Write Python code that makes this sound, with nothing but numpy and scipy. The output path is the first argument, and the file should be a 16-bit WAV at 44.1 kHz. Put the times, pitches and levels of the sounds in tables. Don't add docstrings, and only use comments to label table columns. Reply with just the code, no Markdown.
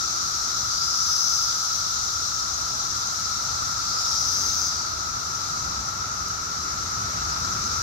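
import sys
import numpy as np
from scipy import signal
from scipy.io import wavfile
from scipy.ndimage import uniform_filter1d

SR = 44100
rng = np.random.default_rng(int(sys.argv[2]) if len(sys.argv) > 2 else 0)


def master_out(mix):
    frames = np.transpose(np.atleast_2d(mix))
    ceiling = np.clip(frames, -1, 1)
    pcm = np.round(ceiling * 32767).astype(np.int16)
    wavfile.write(sys.argv[1], SR, pcm)


N = 344862
SPACING_S = 0.00044
LEFT_LAG_S = 0.000406
EDGE_HZ = 15775

BODY_WIDTH_HZ, SAC_WIDTH_HZ = 450, 400
BODY_RISE_HZ, BODY_RISE_S = 350, 0.24
BODY_SAG_HZ = 600
BODY_RATTLE = .5
BETWEEN_WIDTH_HZ, BETWEEN_DB = 560, -2
OPEN_BEND, SHUT_S = .6, .05
SAC_SHUT_HZ = 4950
SAC_SHUT_DB, SAC_WAKING_DB = -20, -3
SAC_STIRS, SAC_WAKES = .12, 0.33
OVERTONE_GROWTH = 1.6
ATTACK_S, ATTACK_DB = 0.11, -4
SLOWING = .015
WANDER, WANDER_S = .012, .05


def amp(db):
    return 10 ** (np.asarray(db) / 20)


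def evened(x):
    return x / np.sqrt(np.mean(x ** 2) + 1e-20)


def sides(pan_db):
    return amp(np.array([pan_db / 2, -pan_db / 2]))


def add(mix, s, sound):
    part = mix[:, round(s * SR):][:, :sound.shape[1]]
    part += sound[:, :part.shape[1]]


def resonate(x, hz, width_hz):
    turn = np.exp(2j * np.pi * np.cumsum(hz * np.ones(x.shape[-1])) / SR)
    r = np.exp(-np.pi * width_hz / SR)
    smooth = signal.lfilter([(1 - r) ** 2], [1, -2 * r, r * r], x / turn)
    return 2 * (turn * smooth).real


def far_crowd(curve, tone, band, direct, patchy_db, pan_db, shading=((0, 0), (1, 0)), size=1024):
    hop = size // 4
    frames, hz = N // hop + 5, np.fft.rfftfreq(size, 1 / SR)
    a, b, c, d, patches = rng.standard_normal((frames, len(hz), 5)).T
    patches = uniform_filter1d(patches, size=14, axis=0)
    patches = evened(uniform_filter1d(patches, size=12, axis=1))

    direct = np.clip(direct, 0, 1)
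    from_side = np.exp(2j * np.pi * hz * LEFT_LAG_S)
    all_around = np.sinc(2 * hz * SPACING_S)
    alike = .98 * (direct * from_side + (1 - direct) * all_around)[:, None]
    left = a + 1j * b
    right = alike * left + np.sqrt(1 - abs(alike) ** 2) * (c + 1j * d)
    z = np.array([left, right])

    f, db = np.transpose(tone)
    tone_db = np.interp(np.log(hz + 1), np.log(f + 1), db, -90, -90)
    z *= amp(tone_db[:, None] + patchy_db * patches)
    z *= sides(np.interp(hz, *np.transpose(shading)))[:, :, None]

    inside = ((hz > band[0]) & (hz < band[1]))[:, None]
    unit = np.std(signal.istft(z.mean(0) * inside, nperseg=size, noverlap=size - hop)[1])
    sound = signal.istft(z, nperseg=size, noverlap=size - hop)[1][:, :N] / unit
    t = np.arange(N) / SR
    return sound * amp(np.interp(t, *np.transpose(curve))) * sides(pan_db)[:, None]


def road_rumble():
    # (time [s], level [dB])
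    road_level = [(0, -46), (2.3, -46.5), (2.8, -43), (4.0, -44), (5.6, -41.5), (6.4, -42.5), (7.2, -37),
                  (7.82, -38)]
    # (pitch [Hz], relative level per hertz [dB])
    road_tone = [(13, -46), (22, -30), (63, 0), (86, 0.5), (208, -10), (500, -21), (650, -31), (1100, -120)]
    return far_crowd(road_level, road_tone, (40, 250), direct=0.14, patchy_db=1.17, pan_db=1.7, size=4096)


def air_wash():
    # (time [s], level [dB])
    air_level = [(0, -49.5), (1.5, -51.2), (4.3, -48), (5.1, -50.5), (5.7, -48), (6.8, -50), (7.3, -47),
                 (7.82, -49.5)]
    # (pitch [Hz], relative level per hertz [dB])
    air_tone = [(200, -7.5), (350, -2.5), (500, -6), (650, 0.5), (850, 4), (1100, 2.5), (1500, -16),
                (1900, -36)]
    return far_crowd(air_level, air_tone, (400, 950), direct=0.18, patchy_db=1.04, pan_db=2.5)


def faint_tone():
    # (time [s], level [dB])
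    fading = [(0, -57), (.5, -61), (.9, -63.5), (1.3, -72)]
    t = np.arange(N) / SR
    s, db = np.transpose(fading)
    return amp(np.interp(t, s, db, right=-120)) * np.sqrt(2) * np.sin(2 * np.pi * 342 * t)


def hiss_between():
    # (time [s], level [dB])
    hiss_level = [(0, -53.5), (2.2, -54.5), (4.3, -52.5), (5.3, -53), (6.7, -52), (7.2, -49.5),
                  (7.82, -50.5)]
    # (pitch [Hz], relative level per hertz [dB])
    hiss_tone = [(1100, -28), (1500, 2), (2000, -1.5), (2500, -5.5), (3100, -9.5), (4000, -23)]
    return far_crowd(hiss_level, hiss_tone, (1800, 2900), direct=0.18, patchy_db=0.83, pan_db=.3)


def droning_species():
    # (time [s], level [dB])
    drone_level = [(0, -37.5), (1.2, -36.5), (2.4, -37.5), (3.2, -38), (3.8, -36), (4.6, -38), (6.8, -37.3),
                   (7.6, -35), (7.82, -34.5)]
    # (pitch [Hz], relative level per hertz [dB])
    drone_tone = [(590, -48), (1000, -21), (1080, -14), (1290, 2.5), (1330, 6), (1380, 0.5), (1460, -8),
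                  (1600, -17), (1800, -28), (2340, -35), (3960, -120)]
    return far_crowd(drone_level, drone_tone, (1100, 1600), direct=0.28, patchy_db=-0.17, pan_db=1.3)


def shrill_chorus():
    # (time [s], level [dB])
    chorus_level = [(0, -45), (.6, -45), (1.0, -44.5), (1.6, -44.5), (2.2, -45), (2.5, -46), (3.75, -46),
                    (4.2, -44.5), (4.55, -45.5), (4.95, -49), (5.5, -48), (6.1, -50), (6.75, -49),
                    (7.05, -48.5), (7.82, -46.5)]
    # (pitch [Hz], relative level per hertz [dB])
    chorus_tone = [(2400, -34), (3100, -23), (3600, -10.5), (4140, -5), (4530, -6), (5180, -1.5),
                   (5800, 1.5), (6500, -2.5), (7000, -8.5), (7880, -16.5), (9290, -29.5), (11800, -22.5),
                   (13000, -25.5), (13800, -31), (15700, -32.5)]
    # (pitch [Hz], left minus right [dB])
    handset_shading = [(2600, 7), (3500, -5), (5500, 0), (8000, -3.5), (10000, -0.5), (12000, -5.5),
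                       (15500, -2)]
    return far_crowd(chorus_level, chorus_tone, (7000, 9000), direct=0.037, patchy_db=0.74, pan_db=6.0,
                     shading=handset_shading, size=512)


def tick_or_drop(s, db, hz, width_hz, length_s, pan_db):
    t = np.arange(4410) / SR
    puff = evened(resonate(rng.standard_normal((2, len(t))), hz, width_hz))
    swell = np.sin(np.pi * np.clip(t / length_s, 0, 1))
    return s, puff * swell * amp(db) * sides(pan_db)[:, None]


def near_cicada(start, open_s, buzz_s, tail_s, effort_db, fade_db, rate, top_hz, body_pan_db,
                open_hz, open_db, sac_pan_db, lag_ms):
    # (multiple of its pitch, width [Hz], level [dB], left minus right [dB])
    overtones = [(1.96, 2400, -14.5, 0.5), (2.5, 2000, -22, 3)]
    t = np.arange(0, buzz_s + tail_s, 1 / SR)

    opening = np.clip(t / open_s, 0, 1) ** OPEN_BEND
    closing = np.clip((t - buzz_s) / SHUT_S, 0, 1)
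    dying = np.clip((t - buzz_s) / tail_s, 0, 1) ** 2
    effort_db = effort_db + ATTACK_DB * np.clip(1 - t / ATTACK_S, 0, 1) + fade_db * dying
    body_hz = top_hz - BODY_RISE_HZ * np.clip(1 - t / BODY_RISE_S, 0, 1) - BODY_SAG_HZ * dying
    sac_hz = SAC_SHUT_HZ + (open_hz - SAC_SHUT_HZ) * opening * (1 - closing)
    sac_growth_db = np.interp(t / open_s, [SAC_STIRS, SAC_WAKES, 1], [SAC_SHUT_DB, SAC_WAKING_DB, 0])
    sac_db = open_db + sac_growth_db + (SAC_SHUT_DB - sac_growth_db - open_db) * closing * 0
    sac_growth_db = sac_growth_db + (SAC_SHUT_DB - sac_growth_db) * closing
    sac_db = open_db + sac_growth_db

    wander = evened(uniform_filter1d(rng.standard_normal(len(t)), size=round(WANDER_S * SR)))
    turns = np.cumsum(rate * (1 - SLOWING * opening + WANDER * wander)) / SR
    at = np.flatnonzero(np.diff(np.floor(2 * turns)))
    late, strength = rng.standard_normal((len(at), 2)).T
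    late_samples = np.round(late * .00004 * SR).astype(int)
    strong_weak = np.where(turns[at] % 1 > .75, 1, .33)
    clicks = np.zeros(len(t))
    clicks[np.clip(at + late_samples, 0, len(t) - 1)] = amp(1.5 * strength) * strong_weak
    right_clicks = np.roll(clicks, shift=round(lag_ms * SR / 1000))

    rattle = 0.24 + np.exp(-(turns % 1) / 0.66) + 0.46 * np.exp(-((turns - .5) % 1) / 0.34)
    rattle = evened(rattle * rng.standard_normal((2, len(t))))
    drive = .8 * evened(np.array([clicks, right_clicks])) + .45 * rattle
    body_drive = drive + BODY_RATTLE * rattle

    voice = evened(resonate(body_drive, body_hz, BODY_WIDTH_HZ)) * sides(body_pan_db)[:, None]
    sac = evened(resonate(drive, sac_hz, SAC_WIDTH_HZ))
    voice += amp(sac_db) * sac * sides(sac_pan_db)[:, None]
    between = evened(resonate(body_drive, (body_hz + sac_hz) / 2, BETWEEN_WIDTH_HZ))
    voice -= amp(sac_db + BETWEEN_DB) * between * sides(sac_pan_db)[:, None]

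    fizz = rng.standard_normal((2, len(t)))
    for multiple, width_hz, db, pan_db in overtones:
        shimmer = evened(resonate(fizz, multiple * sac_hz, width_hz))
        shimmer_db = open_db + OVERTONE_GROWTH * sac_growth_db + db
        voice += amp(shimmer_db) * shimmer * sides(pan_db)[:, None]
    return start, voice * amp(effort_db) * signal.windows.tukey(len(t), .06)


def scene():
    # (start [s], peak level [dB],
    # pitch [Hz], width [Hz], length [s], left minus right [dB])
    ticks_and_drops = [(6.281, -44, 11500, 9000, .007, 12), (7.1, -58, 9200, 1500, .1, 0),
                       (7.55, -58, 9000, 1500, .1, 0), (1.48, -41, 3700, 350, .07, -2),
                       (4.69, -43, 3900, 350, .06, -3)]
    # (start [s], time to open the air sac [s], time until it shuts [s],
    # tail length [s], effort [dB], fade over the tail [dB], pulse rate before it eases off [1/s],
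    # body pitch after its climb [Hz], body left minus right [dB], open air sac pitch [Hz],
    # open air sac over body [dB], air sac left minus right [dB], right clicks lag left [ms])
    near_calls = [(.69, .45, .76, .18, -31.5, -17, 203, 5040, 7.5, 6200, -0.5, 7.5, .32),
                  (0.902, .35, .9, 0.11, -44, -15, 213, 5050, 3, 6020, 7.5, 2, .3),
                  (3.8, .62, .885, .26, -34.5, -7, 202, 4900, 0, 6260, 2, 9.5, .023)]
    mix = road_rumble()
    mix += air_wash()
    mix += faint_tone()
    mix += hiss_between()
    mix += droning_species()
    mix += shrill_chorus()
    for row in ticks_and_drops:
        add(mix, *tick_or_drop(*row))
    for row in near_calls:
        add(mix, *near_cicada(*row))
    return mix


def record(dry):
    own = amp(-57) * evened(resonate(rng.standard_normal((2, N)), 43, 30))
    cut = signal.sosfilt(signal.butter(2, 30, "high", fs=SR, output="sos"), dry + own)
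    limit = signal.firwin(3001, EDGE_HZ, window=("kaiser", 9), fs=SR)
    return signal.oaconvolve(cut, limit[None], "same")


dry = scene()
out = record(dry)
master_out(out)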